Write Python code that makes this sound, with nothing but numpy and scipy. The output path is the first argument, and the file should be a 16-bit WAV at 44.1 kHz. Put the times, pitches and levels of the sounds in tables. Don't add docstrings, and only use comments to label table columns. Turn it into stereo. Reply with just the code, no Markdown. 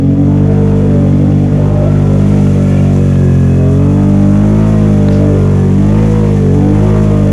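import sys
import numpy as np
from scipy import signal
from scipy.fft import rfft, irfft
from scipy.io import wavfile
from scipy.ndimage import uniform_filter1d, minimum_filter1d, map_coordinates

SR = 44100
rng = np.random.default_rng(int(sys.argv[2]) if len(sys.argv) > 2 else 0)


def generate_wav(signal):
    frames = np.transpose(np.atleast_2d(signal))
    scaled = np.clip(frames, -1, 1) * 32767
    pcm = np.round(scaled).astype(np.int16)
    wavfile.write(sys.argv[1], SR, pcm)


N = 322812
TIME = np.arange(N) / SR
BINS = np.fft.rfftfreq(N, 1 / SR)
CRUISE_HZ = 49.5
EDGE_HZ = 14400
EFFORT_DB_PER_HZ, EFFORT_DB_PER_HZ_PER_S = 0.98, 0.0975
CLATTER_DB_PER_HZ, SPRAY_DB_PER_HZ = 0.45, 0.19

# t/s, four-stroke cycle rate f/Hz
ENGINE_SPEED = [(0.0, 45.609), (0.48, 49.94), (0.847, 49.459), (1.001, 47.769), (1.347, 49.09),
                (1.947, 50.379), (2.095, 49.511), (2.341, 50.516), (2.528, 48.07), (2.904, 48.133),
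                (3.356, 44.941), (3.634, 44.734), (3.972, 49.252), (4.276, 49.672), (4.669, 53.898),
                (5.054, 49.528), (5.26, 49.466), (5.679, 47.253), (6.018, 53.812), (6.186, 53.592),
                (6.504, 47.297), (6.868, 52.374), (6.978, 52.463), (7.32, 49.818)]
# t/s, level/dB
ENGINE_LOAD = [(0, -13), (.16, -9.5), (.55, -0.5), (1, -1.5), (1.15, -6), (1.46, -7.5), (1.68, -0.5),
               (2.3, -1), (2.65, -3.5), (3.5, 1.5), (5.05, 1), (5.37, 7.5), (5.8, 0), (7.32, 3.5)]
# t/s, basic share by which firings vary (0-1)
UNEVEN_BURNING = [(0, 0.21), (.8, 0.15), (.95, 0.23), (1.5, 0.35), (3.1, 0.066), (4, 0.049), (7.32, 0.21)]
# t/s, depth/dB, half length/s
WEAK_FIRINGS = [(0.015, 4, 0.015), (0.168, 5, .016), (0.475, 8, 0.004), (1.503, 5.5, 0.012)]
# f/Hz, level/dB
PIPE_GAIN = [(44, -21), (54, -20), (90, -11), (108, -12.5), (135, -9.5), (160, -13.5), (180, -12),
             (205, -14), (225, -17), (265, -24), (290, -18), (320, -30), (345, -30), (365, -23), (405, -29),
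             (450, -31.5), (490, -32.5), (550, -34.5), (605, -38.5), (660, -38.5), (700, -42.5),
             (750, -40.5), (810, -50), (900, -48.5), (1000, -67)]
# f/Hz, change/dB per dB of effort
EFFORT_TONE = [(100, 0.3), (150, 0), (200, 0.43), (250, -0.64), (300, 0.43), (355, .5), (450, 0.01),
               (600, 0.28), (900, -0.2)]
# t/s, level/dB
HUM_LEVEL = [(0.0, 1), (1.4, 0.5), (1.8, -5.5), (2.4, 2.5), (3.75, -3.5), (4.15, 4.5), (5.1, 2.5),
             (5.35, -4.5), (5.75, 3), (6.3, -0.2), (7.32, 0.7)]
# t/s, level/dB
BOOM_LEVEL = [(0, 9), (.2, 9.5), (.6, -4), (1.28, 4), (2.1, -8), (2.3, 1), (2.8, -5.5), (3.7, 3),
              (4.5, 4.5), (5.05, -1.5), (5.28, 4.5), (5.58, -20), (5.8, 3.5), (6.15, 3), (6.43, -7),
              (6.7, 10.5), (6.88, -4), (7.32, 4.5)]
# t/s, level/dB
HONK_LEVEL = [(0.0, 4), (0.3, 4), (0.58, 13.5), (1.0, 9.3), (1.12, 3), (2.55, 5.5), (3.05, -3.3),
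              (3.72, 10), (4.35, 0.7), (4.6, 4), (5.3, 12), (5.7, 4.5), (6.25, 12.5), (7.32, 8)]
# t/s, level/dB
BLARE_LEVEL = [(0.0, 4.5), (0.8, 7.5), (1.0, 14.5), (1.28, -1.5), (1.78, 17), (2.1, 3), (2.6, 10.5),
               (3.6, 1.3), (4.25, 12.9), (4.5, 10), (5.3, 14.5), (5.6, -3), (6.3, 7), (6.65, -3),
               (6.85, 12), (7.32, 11)]
# f/Hz, level/dB
RASP_COLOUR = [(300, -32.5), (550, -37.5), (750, 5), (1000, 4), (1400, -2), (2000, -11), (3000, -18.5),
               (4000, -40.5)]
ROAR_COLOUR = [(15, -15), (40, -3), (100, 5), (200, -3), (320, 6.5), (450, -2), (620, -1.5), (800, -6.5),
               (1300, -11), (2000, -21.5), (3500, -38), (8000, -60)]
CLATTER_COLOUR = [(500, -25), (1200, -13.5), (1900, 1.5), (2700, -2), (3400, -7.5), (4000, -10.5),
                  (5500, -12.5), (9000, -36.5)]
SPRAY_COLOUR = [(1000, -22), (3000, -8.5), (4700, -9), (6000, 2), (7300, 0.5), (8300, -6), (9300, -6),
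                (10400, -5.5), (11600, -14), (13500, -17.5), (15000, -28.5)]
# f/Hz, left minus right level/dB
PORT_BALANCE = [(60, -1.5), (200, -2), (370, -2.5), (680, -6), (1240, -7), (2260, -5), (4150, .5),
                (6000, 3.87), (7200, -1), (8500, 5), (10400, 7), (12500, -1)]
# f/Hz, likeness (0-1)
PORT_LIKENESS = [(280, 1), (620, 0), (1350, 0.33), (2900, 0.66), (6400, 0.2), (13000, 0)]
# t/s, clatter level/dB, mud spray level/dB
CHURN_LEVELS = [(0, -45, -56), (.3, -45, -53), (.7, -41.5, -49), (1.8, -42, -50), (2.4, -38.5, -43),
                (2.8, -39, -44), (3.9, -42, -46), (5.1, -40, -45), (6.1, -39.5, -45), (7.32, -39.5, -45)]
# peak t/s, half length/s, f/Hz, width/Hz, level/dB before the left-right lean
BELT_SQUEALS = [(1.926, 0.092, 1326, 130, -40), (2.55, 0.49, 1360, 150, -40.5),
                (2.72, 0.13, 1737, 160, -41.5), (2.76, 0.11, 2320, 300, -39), (2.78, 0.081, 2750, 300, -44),
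                (3.313, 0.21, 1676, 150, -38.5), (3.45, 0.42, 2540, 130, -45.5)]
# t/s, level/dB
GEAR_LEVEL = [(0, -59), (4.4, -59), (4.8, -43), (5.1, -50), (5.7, -45), (6.1, -53), (6.45, -46.5),
              (6.8, -51), (7.32, -44)]
# t/s, relative peak level/dB, centre f/Hz, decay/s
CLOD_HITS = [(0.131, -40, 2980, 0.0011), (1.185, -31, 5000, .001), (2.469, -19, 2704, 0.0036),
             (2.9648, -18, 6100, .0006), (3.157, -21, 3000, .003), (4.4889, -33, 5000, 0.00098),
             (5.0861, -11, 3600, 0.00068), (5.12, -31, 5496, 0.0037), (6.0554, -32, 3501, .002)]
# t/s, level/dB
SMEAR_LEVEL = [(5.08, -80), (5.1, -48), (5.14, -37.5), (5.17, -39), (5.21, -58), (5.25, -83)]


def amp(db):
    return 10 ** (np.asarray(db) / 20)


def evened(x):
    middle = np.atleast_2d(x).mean(0)
    return x / np.sqrt(np.mean(middle ** 2) + 1e-20)


def curve(rows, column=1):
    rows = np.asarray(rows)
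    return np.interp(TIME, rows[:, 0], rows[:, column])


def read(points):
    hz, value = np.transpose(points)
    return np.interp(np.log(BINS + 1), np.log(hz + 1), value)


def wander(rate):
    slow_hz = np.fft.rfftfreq(4096, TIME[-1] / 4096)
    noise = rng.standard_normal(2 * len(slow_hz) - 2)
    drift = irfft(rfft(noise) * np.exp(-(slow_hz / rate) ** 2))
    return np.interp(TIME, np.linspace(0, TIME[-1], len(drift)), evened(drift))


def resonance(hz, width):
    return 1 / (1 + (2 * (BINS - hz) / width) ** 2)


def ports(pair, colour):
    a, b = rfft(pair)
    same = np.clip(read(PORT_LIKENESS), 0, 1)
    lean = amp(read(PORT_BALANCE) / 2)
    left = lean * (same * a + np.sqrt(1 - same ** 2) * b)
    right = a / lean
    return evened(irfft(np.array([left, right]) * colour, N))


def hiss():
    return rng.standard_normal((2, N))


def turn(hz, centre_hz, damping):
    ratio = hz / centre_hz
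    return np.arctan2(damping * ratio, 1 - ratio ** 2)


def over_cruise():
    return curve(ENGINE_SPEED) - CRUISE_HZ


def effort(smoothing_s=.12):
    speedup = np.gradient(curve(ENGINE_SPEED)) * SR
    pickup = uniform_filter1d(speedup, int(smoothing_s * SR))
    return curve(ENGINE_LOAD) + EFFORT_DB_PER_HZ * over_cruise() + EFFORT_DB_PER_HZ_PER_S * pickup


def puffs(turns, second_firing, delay=0.411, strength_db=1):
    rise, decay, steady = .03, .26, .28
    ages = [(turns - delay - at) % 1 for at in (0, second_firing)]
    flow = steady + sum(np.exp(-age / decay) - np.exp(-age / rise) for age in ages)
    return evened(flow * amp(strength_db * wander(35)))


def drone(cycle_hz, turns, second_firing, pipe_hz=197, pipe_damping=0.096,
          chamber_hz=126, chamber_damping=0.35, sway_db=4.5, sway_rate=6,
          seesaw=1.13, hollow_from_db=-1, paths=1.0, shake=0.67, shared_shake=0.25,
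          drone_db=-0.07, count=18):
    bands = {4: HUM_LEVEL, 6: BOOM_LEVEL, 9: HONK_LEVEL, 12: BLARE_LEVEL}
    above_boom = (7, 8)
    push_db, uneven, shared = effort(), curve(UNEVEN_BURNING), wander(28)
    out = np.zeros((2, N))
    for k in range(1, count + 1):
        hz = k * cycle_hz
        db = drone_db + np.interp(hz, *np.transpose(PIPE_GAIN))
        db += np.interp(hz, *np.transpose(EFFORT_TONE)) * push_db
        if k in bands:
            db += curve(bands[k])
        else:
            db += min(k / 10, 1) ** 2 * sway_db * wander(sway_rate)
        if k in above_boom:
            db -= seesaw * np.maximum(curve(BOOM_LEVEL) - hollow_from_db, 0)
        blows = 1 + np.exp(-2j * np.pi * k * second_firing)
        shift = np.angle(blows) - turn(hz, pipe_hz, pipe_damping)
        shift += turn(hz, chamber_hz, chamber_damping)
        shift += paths * np.clip(k / 5 - 1, 0, 1) * wander(1.54)
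        flutter = 1 + uneven * min(k / 4, 2) * (shake * wander(26) + shared_shake * shared)
        tone = amp(db) * flutter * np.cos(2 * np.pi * k * turns + shift)
        lean_db = np.interp(hz.mean(), *np.transpose(PORT_BALANCE)) / 2
        out += amp([[lean_db], [-lean_db]]) * tone
    dip_db = sum(depth * np.exp(-((TIME - s) / half) ** 2) for s, depth, half in WEAK_FIRINGS)
    return np.sqrt(2) * out * amp(-dip_db)


def rasp(turns, flow, rasp_db=-34.0, follow=0.78, bite=0.64, size=880, count=40):
    shapes = rng.standard_normal((2, count + 1, size))
    place = [TIME / TIME[-1] * count, turns % 1 * size]
    pattern = np.array([map_coordinates(s, place, order=2, mode="grid-wrap") for s in shapes])
    level_db = follow * effort() + rasp_db
    return amp(level_db) * ports(pattern * flow ** bite, amp(read(RASP_COLOUR)))


def roar(flow, roar_db=-29.5, follow=0.46, uneven_db=12):
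    level_db = roar_db + follow * effort() + uneven_db * curve(UNEVEN_BURNING)
    return amp(level_db) * ports(hiss() * flow, amp(read(ROAR_COLOUR)))


def clatter(flow, throb=0.11, flicker_db=1):
    shake = flow ** throb * amp(flicker_db * wander(65))
    level_db = curve(CHURN_LEVELS) + CLATTER_DB_PER_HZ * over_cruise()
    return amp(level_db) * ports(hiss() * shake, amp(read(CLATTER_COLOUR)))


def belt(ring_db=-53, ring_hz=3400, ring_width=120, ring_follow=.7):
    song = np.zeros(N)
    for s, half, hz, width, db in BELT_SQUEALS:
        near = abs(TIME - s) < 3 * half
        t = TIME[near]
        grip = (wander(width / 2) + 1j * wander(width / 2))[near]
        squeal = (grip * np.exp(2j * np.pi * hz * t)).real
        song[near] += amp(db) * np.exp(-((t - s) / half) ** 2 / 2) * squeal
    churn_db = curve(CHURN_LEVELS)
    ring_level_db = ring_db + ring_follow * (churn_db - churn_db.mean())
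    ring = amp(ring_level_db) * ports(hiss(), resonance(ring_hz, ring_width))
    return amp([[-2], [1.5]]) * song + ring


def gears(turns, waver=0.63):
    teeth = 36
    whine = np.sqrt(2) * np.cos(2 * np.pi * teeth * turns) * (1 + waver * wander(16))
    return amp([[-3], [2]]) * amp(curve(GEAR_LEVEL)) * whine


def spray(spray_db=1, drops_per_s=700, drop_db=9, spread_db=3, surge_db=0.84):
    drops = hiss() * (rng.random((2, N)) < drops_per_s / SR)
    drops *= amp(drop_db + spread_db * np.minimum(rng.exponential(1, (2, N)), 3) - 6)
    wash = ports((hiss() + drops) * amp(surge_db * wander(25)), amp(read(SPRAY_COLOUR)))
    smear = ports(hiss(), resonance(4900, 2000) + 0.75 * resonance(2600, 1600))
    level_db = curve(CHURN_LEVELS, column=2) + SPRAY_DB_PER_HZ * over_cruise() + spray_db
    return amp(level_db) * wash + amp(curve(SMEAR_LEVEL)) * smear


def clods(clod_db=.5, splat=.1, body=2.2):
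    out = np.zeros((2, N))
    knock = signal.butter(2, [600, 1600], "band", fs=SR, output="sos")
    t = TIME[:2048]
    for s, db, hz, decay in CLOD_HITS:
        force = (t == 0) + splat * rng.standard_normal((2, len(t))) * np.exp(-t / decay)
        band = [hz * 0.98, min(hz * 1.17, SR / 2 - 1)]
        shell = signal.butter(2, band, "band", fs=SR, output="sos")
        slap = signal.sosfilt(shell, force) - body * signal.sosfilt(knock, force)
        peak = abs(slap.mean(0)).max()
        start = round(s * SR)
        out[:, start:][:, :len(t)] += amp(db + clod_db) * slap / peak
    return out


def scene():
    second_firing = 280 / 720
    crank_start = .785
    cycle_hz = curve(ENGINE_SPEED)
    turns = crank_start + np.cumsum(cycle_hz) / SR + 0.0026 * wander(7.7)
    flow = puffs(turns, second_firing)
    engine = drone(cycle_hz, turns, second_firing) + rasp(turns, flow) + roar(flow) + clatter(flow)
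    return engine + belt() + gears(turns) + spray() + clods()


def record(dry):
    room = 1 / np.maximum(abs(dry).max(0), 1)
    held = minimum_filter1d(room, size=120)
    gain = uniform_filter1d(uniform_filter1d(held, size=60), size=60)
    lowpass = signal.firwin(255, EDGE_HZ, window=("kaiser", 8), fs=SR)
    return signal.oaconvolve(dry * gain, lowpass[None], "same")


dry = scene()
out = record(dry)
generate_wav(out)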